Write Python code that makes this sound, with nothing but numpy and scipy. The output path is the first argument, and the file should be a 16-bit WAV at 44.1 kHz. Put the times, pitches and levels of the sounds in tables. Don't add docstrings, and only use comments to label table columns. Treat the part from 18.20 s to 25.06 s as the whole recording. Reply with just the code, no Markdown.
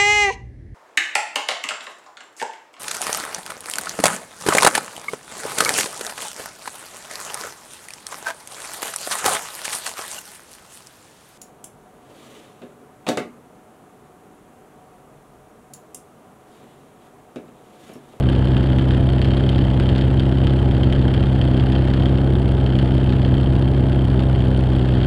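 import sys
import numpy as np
from scipy import signal
from scipy.fft import rfft, irfft
from scipy.io import wavfile
from scipy.ndimage import uniform_filter1d

SR = 44100
rng = np.random.default_rng(int(sys.argv[2]) if len(sys.argv) > 2 else 0)


def master(y):
    cut = np.clip(np.atleast_2d(y).T, -1, 1)
    pcm = np.round(cut * 32767)
    wavfile.write(sys.argv[1], SR, pcm.astype(np.int16))


def elevation(decibels):
    levels = np.asarray(decibels, float)
    return 10 ** (levels / 20)


N = 302570


def level(x, db):
    return x * elevation(db) / np.sqrt(np.mean(x ** 2))


def colour(x, points):
    hz, db = np.transpose(points)
    grid = np.fft.rfftfreq(2048, 1 / SR)
    fall_above = -30 * np.log2(np.maximum(grid / hz[-1], 1))
    fall_below = -12 * np.log2(np.maximum(hz[0] / (grid + 1), 1))
    gain_db = np.interp(np.log(grid + 1), np.log(hz), db) + fall_above + fall_below
    cepstrum = irfft(gain_db * np.log(10) / 20)
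    cepstrum[1:1024] *= 2
    cepstrum[1025:] = 0
    return signal.fftconvolve(x, irfft(np.exp(rfft(cepstrum))))[:N]


def ring(x, hz, width_hz):
    return signal.lfilter(*signal.iirpeak(hz, hz / width_hz, fs=SR), x)


def clicks(times_s, sizes):
    out = np.zeros(N)
    inside = (times_s >= 0) & (times_s < (N - 1) / SR)
    np.add.at(out, (times_s[inside] * SR).astype(int), sizes[inside])
    return out


def decaying(impulses, decay_ms):
    return signal.lfilter([1], [1, -np.exp(-1000 / (decay_ms * SR))], impulses)


def bursts(impulses, decay_ms, tail):
    scrape = decaying(impulses, decay_ms) * rng.standard_normal(N)
    return np.roll(impulses, int(.001 * SR)) + tail * scrape


def hump(turn, centre, width):
    away = (turn - centre + .5) % 1 - .5
    return np.exp(-.5 * (away / width) ** 2)


PUMP = [(0.178, 0.049, 0.048), (0.273, 0.033, 0.55), (0.357, 0.02, 0.19), (0.397, 0.013, 0.11),
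        (0.482, 0.05, 0.37)]


def pumping(turn):
    steps = np.repeat(rng.standard_normal((2, N // 500 + 1)), 500, axis=1)
    wobble = uniform_filter1d(steps, 500)[:, :N]
    angle = turn + .0071 * wobble[0]
    dips = 0
    for at, width, depth in PUMP:
        dips = dips + depth * (hump(angle, at, width) + hump(angle, at + .5, width))
    return (dips.mean() - dips) * (1 + .06 * wobble[1]) * elevation(1.47)


def ignition(turn, ports_s):
    charge = rng.random(len(ports_s)) ** 1.4
    knock_s, knock_db = np.transpose(KNOCKS)
    knock_turn = np.round(np.interp(knock_s, np.arange(N) / SR, turn)).astype(int)
    before = (2 * knock_turn - 1)[knock_db > -24.5]
    charge[before] = .7 + .3 * charge[before]
    charge = signal.lfilter([1, 0, -.3, 0, -.2], [1], charge)
    return (charge - charge.mean()) / charge.std()


# (delay [ms], width [ms], pressure [linear])
BOOM = [(2.8, .8, 1.0), (5.5, .8, -1.7), (10.1, 1.0, 1.6), (15.0, 1.5, -.8), (18.9, .7, .8),
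        (23.8, 1.4, -.2), (32.5, 1.5, .3)]
# (frequency [Hz], width [Hz], level [dB])
CHAMBERS = [(277, 12, -2), (373.3, 21.4, 11.5), (473, 73, -6), (579, 48, -1), (681.4, 15, -2.5),
            (720, 45, -9), (841, 31, -4), (909, 54, -16.5), (1003, 28, -15)]


def exhaust(ports_s, charge):
    ms = np.arange(1800) / SR * 1000
    pipe = sum(p * np.exp(-.5 * ((ms - delay) / width) ** 2) for delay, width, p in BOOM)
    late_s = ports_s + .00018 * rng.standard_normal(len(ports_s))
    boom = signal.fftconvolve(clicks(late_s, charge), pipe)[:N] * elevation(-20)
    cylinder = (-1) ** np.arange(len(ports_s))
    puffs = clicks(late_s + .003976, .97 + .14 * charge + 1.8 * cylinder)
    puffs = bursts(puffs, decay_ms=6.8, tail=.023)
    chambers = 0
    for k, (hz, width_hz, db) in enumerate(CHAMBERS):
        chambers = chambers + (-1) ** k * elevation(db) * ring(ring(puffs, hz, width_hz), hz, 3 * width_hz)
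    return boom + level(chambers, -31.5)


# (frequency [Hz], density [dB per Hz])
GAS = [(30, -5), (60, 2.5), (130, -15.5), (230, -3), (330, -3.5), (450, -8.5), (760, -14), (980, -20.5),
       (1150, -23), (1600, -25.5), (2200, -32), (4000, -61.5), (8000, -58.5)]


def gas(turn):
    near = .5 * hump(turn, .28, .08) + .2 * hump(turn, .03, .07)
    far = .4 * hump(turn, .8, .06) + .15 * hump(turn, .6, .04)
    gate = .6 + near + far
    return level(colour(gate * rng.standard_normal(N), GAS), -26.5)


# (time [s], peak level [dB])
KNOCKS = [(0.0882, -22), (0.3666, -23), (0.5846, -21), (0.7068, -23), (1.0156, -20), (1.046, -22),
          (1.1692, -22), (1.2905, -20), (1.3813, -24), (1.5983, -19), (1.6896, -21), (1.7609, -24),
          (1.7804, -21), (1.8113, -23), (1.9959, -22), (2.2697, -21), (2.6329, -24), (2.7247, -21),
          (2.9387, -22), (3.2131, -21), (3.3972, -24), (3.5209, -23), (3.5523, -24), (3.7364, -21),
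          (3.8566, -22), (4.4623, -24), (4.588, -20), (4.9232, -24), (5.0484, -24), (5.9933, -24)]
# (time [s], rattle level [dB], crank angle of the knock [turns])
LOOSE = [(0.0, -42, -.15), (2.4, -43, -.07), (3.6, -42, -.13), (4.2, -44.5, -.12), (4.8, -42.5, -.15),
         (5.7, -44, -.16), (6.3, -43.5, -.25), (6.86, -41, -0.23)]


def knocks(turn_s, charge):
    when, loose_db, angle = np.transpose(LOOSE)
    hard_s, hard_db = np.transpose(KNOCKS)
    chance = rng.standard_normal((len(turn_s), 3))
    push = np.minimum(np.r_[0, charge[1::2], 0][:len(turn_s)], 1.6)
    play_db = np.interp(turn_s, when, loose_db - loose_db.mean())
    firm_s = turn_s + np.interp(turn_s, when, angle) / SPEED[0][1] + .0022 * chance[:, 0]
    firm_db = -30.5 + 4.0 * push + play_db
    free = np.abs(firm_s[:, None] - hard_s).min(axis=1) > .007
    back_s = turn_s + .0068 + .0016 * chance[:, 2]
    back_db = -31.5 + 2.6 * np.minimum(chance[:, 1], 1.2) + play_db
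    times_s = np.r_[hard_s, firm_s[free], back_s]
    return times_s, np.r_[hard_db + 2.5, firm_db[free], back_db]


# (frequency [Hz], density [dB per Hz])
COWL = [(600, -20.5), (1100, -4), (1600, 0), (2300, -8.5), (2800, -4.5), (3110, -6.5), (3600, -7.5),
        (4000, -14), (4400, -11), (5100, -23), (6000, -34), (7600, -30.5), (9500, -51.5), (11500, -62.5)]


def rattle(turn, turn_s, blows):
    blow_s, blow_db = blows
    hard = bursts(clicks(blow_s + .0003, elevation(blow_db + 30.5)), decay_ms=1.8, tail=.16)
    hard = signal.lfilter(*signal.butter(2, 2230, "high", fs=SR), hard)
    chance = 2 * rng.random((len(turn_s), 6)) - 1
    first = clicks(turn_s - .006 + .003 * chance[:, 0], elevation(-11 + 5 * chance[:, 1]))
    second = clicks(turn_s + .0065 + .002 * chance[:, 2], elevation(-8.5 + 5 * chance[:, 3]))
    third = clicks(turn_s + .022 + .004 * chance[:, 4], elevation(-15 + 5 * chance[:, 5]))
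    light = bursts(first + second + third, decay_ms=2.0, tail=.07) * elevation(-2)
    swell = .4 + .4 * hump(turn, .9, .09) + .5 * hump(turn, .25, .07)
    chatter = decaying(clicks(blow_s, elevation(blow_db + 33)), 34.6)
    hiss = swell * rng.standard_normal(N) * (elevation(-33) + elevation(-36) * chatter)
    when, loose_db, _ = np.transpose(LOOSE)
    loose = elevation(np.interp(np.arange(N) / SR, when, loose_db) + 46)
    tap = ring(clicks(turn_s + .0055, elevation(2.5 + 2.4 * chance[:, 1])), 1600, 990)
    cowl = colour(hard + tap + loose * (light + hiss), COWL)
    return level(cowl + 2.14 * ring(cowl, 3150, 170), -38)


# (frequency [Hz], density [dB per Hz])
FAN = [(5200, -3.5), (6200, -11.5), (7500, -5), (8300, -3.5), (9400, -1), (10200, -6.5), (11200, -24),
       (12000, -18.5), (13000, -28.5), (14200, -21), (15200, -37)]


def reed_and_fan(turn, turn_s, blows):
    tick_size = elevation(2.8 * rng.standard_normal(len(turn_s)))
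    tick = bursts(clicks(turn_s + .0047, tick_size), decay_ms=1.4, tail=.4)
    blow_s, blow_db = blows
    bright = bursts(clicks(blow_s + .0006, elevation(1.4 * (blow_db + 19))), decay_ms=1.1, tail=.38)
    bright = bright + 2.3 * ring(bright, 12200, 1500)
    swell = .55 + .3 * hump(turn, .13, .15)
    fan = swell * rng.standard_normal(N) * elevation(-18)
    return level(colour(tick + fan + bright, FAN), -61.5)


# (time [s], turns per second [Hz])
SPEED = [(0.0, 32.278), (0.904, 32.582), (1.01, 32.471), (1.254, 33.099), (1.476, 32.339), (2.213, 33.074),
         (2.529, 32.841), (3.08, 32.737), (3.34, 32.254), (3.56, 32.674), (4.023, 33.259), (4.355, 32.509),
         (4.999, 32.421), (5.53, 33.07), (5.878, 32.44), (6.278, 32.288), (6.919, 31.612)]


def scene():
    t = np.arange(N) / SR
    turn = np.cumsum(np.interp(t, *np.transpose(SPEED))) / SR
    turn_s = np.interp(np.arange(int(turn[-1]) + 1), turn, t)
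    ports_s = np.interp(np.arange(.125, turn[-1], .5), turn, t)
    charge = ignition(turn, ports_s)
    engine = pumping(turn) + exhaust(ports_s, charge) + gas(turn)
    blows = knocks(turn_s, charge)
    return (engine + rattle(turn, turn_s, blows) + reed_and_fan(turn, turn_s, blows))[None]


def band_limit(x):
    return signal.sosfilt(signal.butter(12, 15330, fs=SR, output="sos"), x)


def record(dry):
    thin = signal.sosfilt(signal.butter(1, 12, "high", fs=SR, output="sos"), dry - dry.mean())
    thin = np.tanh(.6 * thin) / .6
    thin = signal.sosfilt(signal.butter(12, 14950, fs=SR, output="sos"), thin)
    mix = thin + .0035
    return band_limit(mix)


dry = scene()
out = record(dry)
master(out)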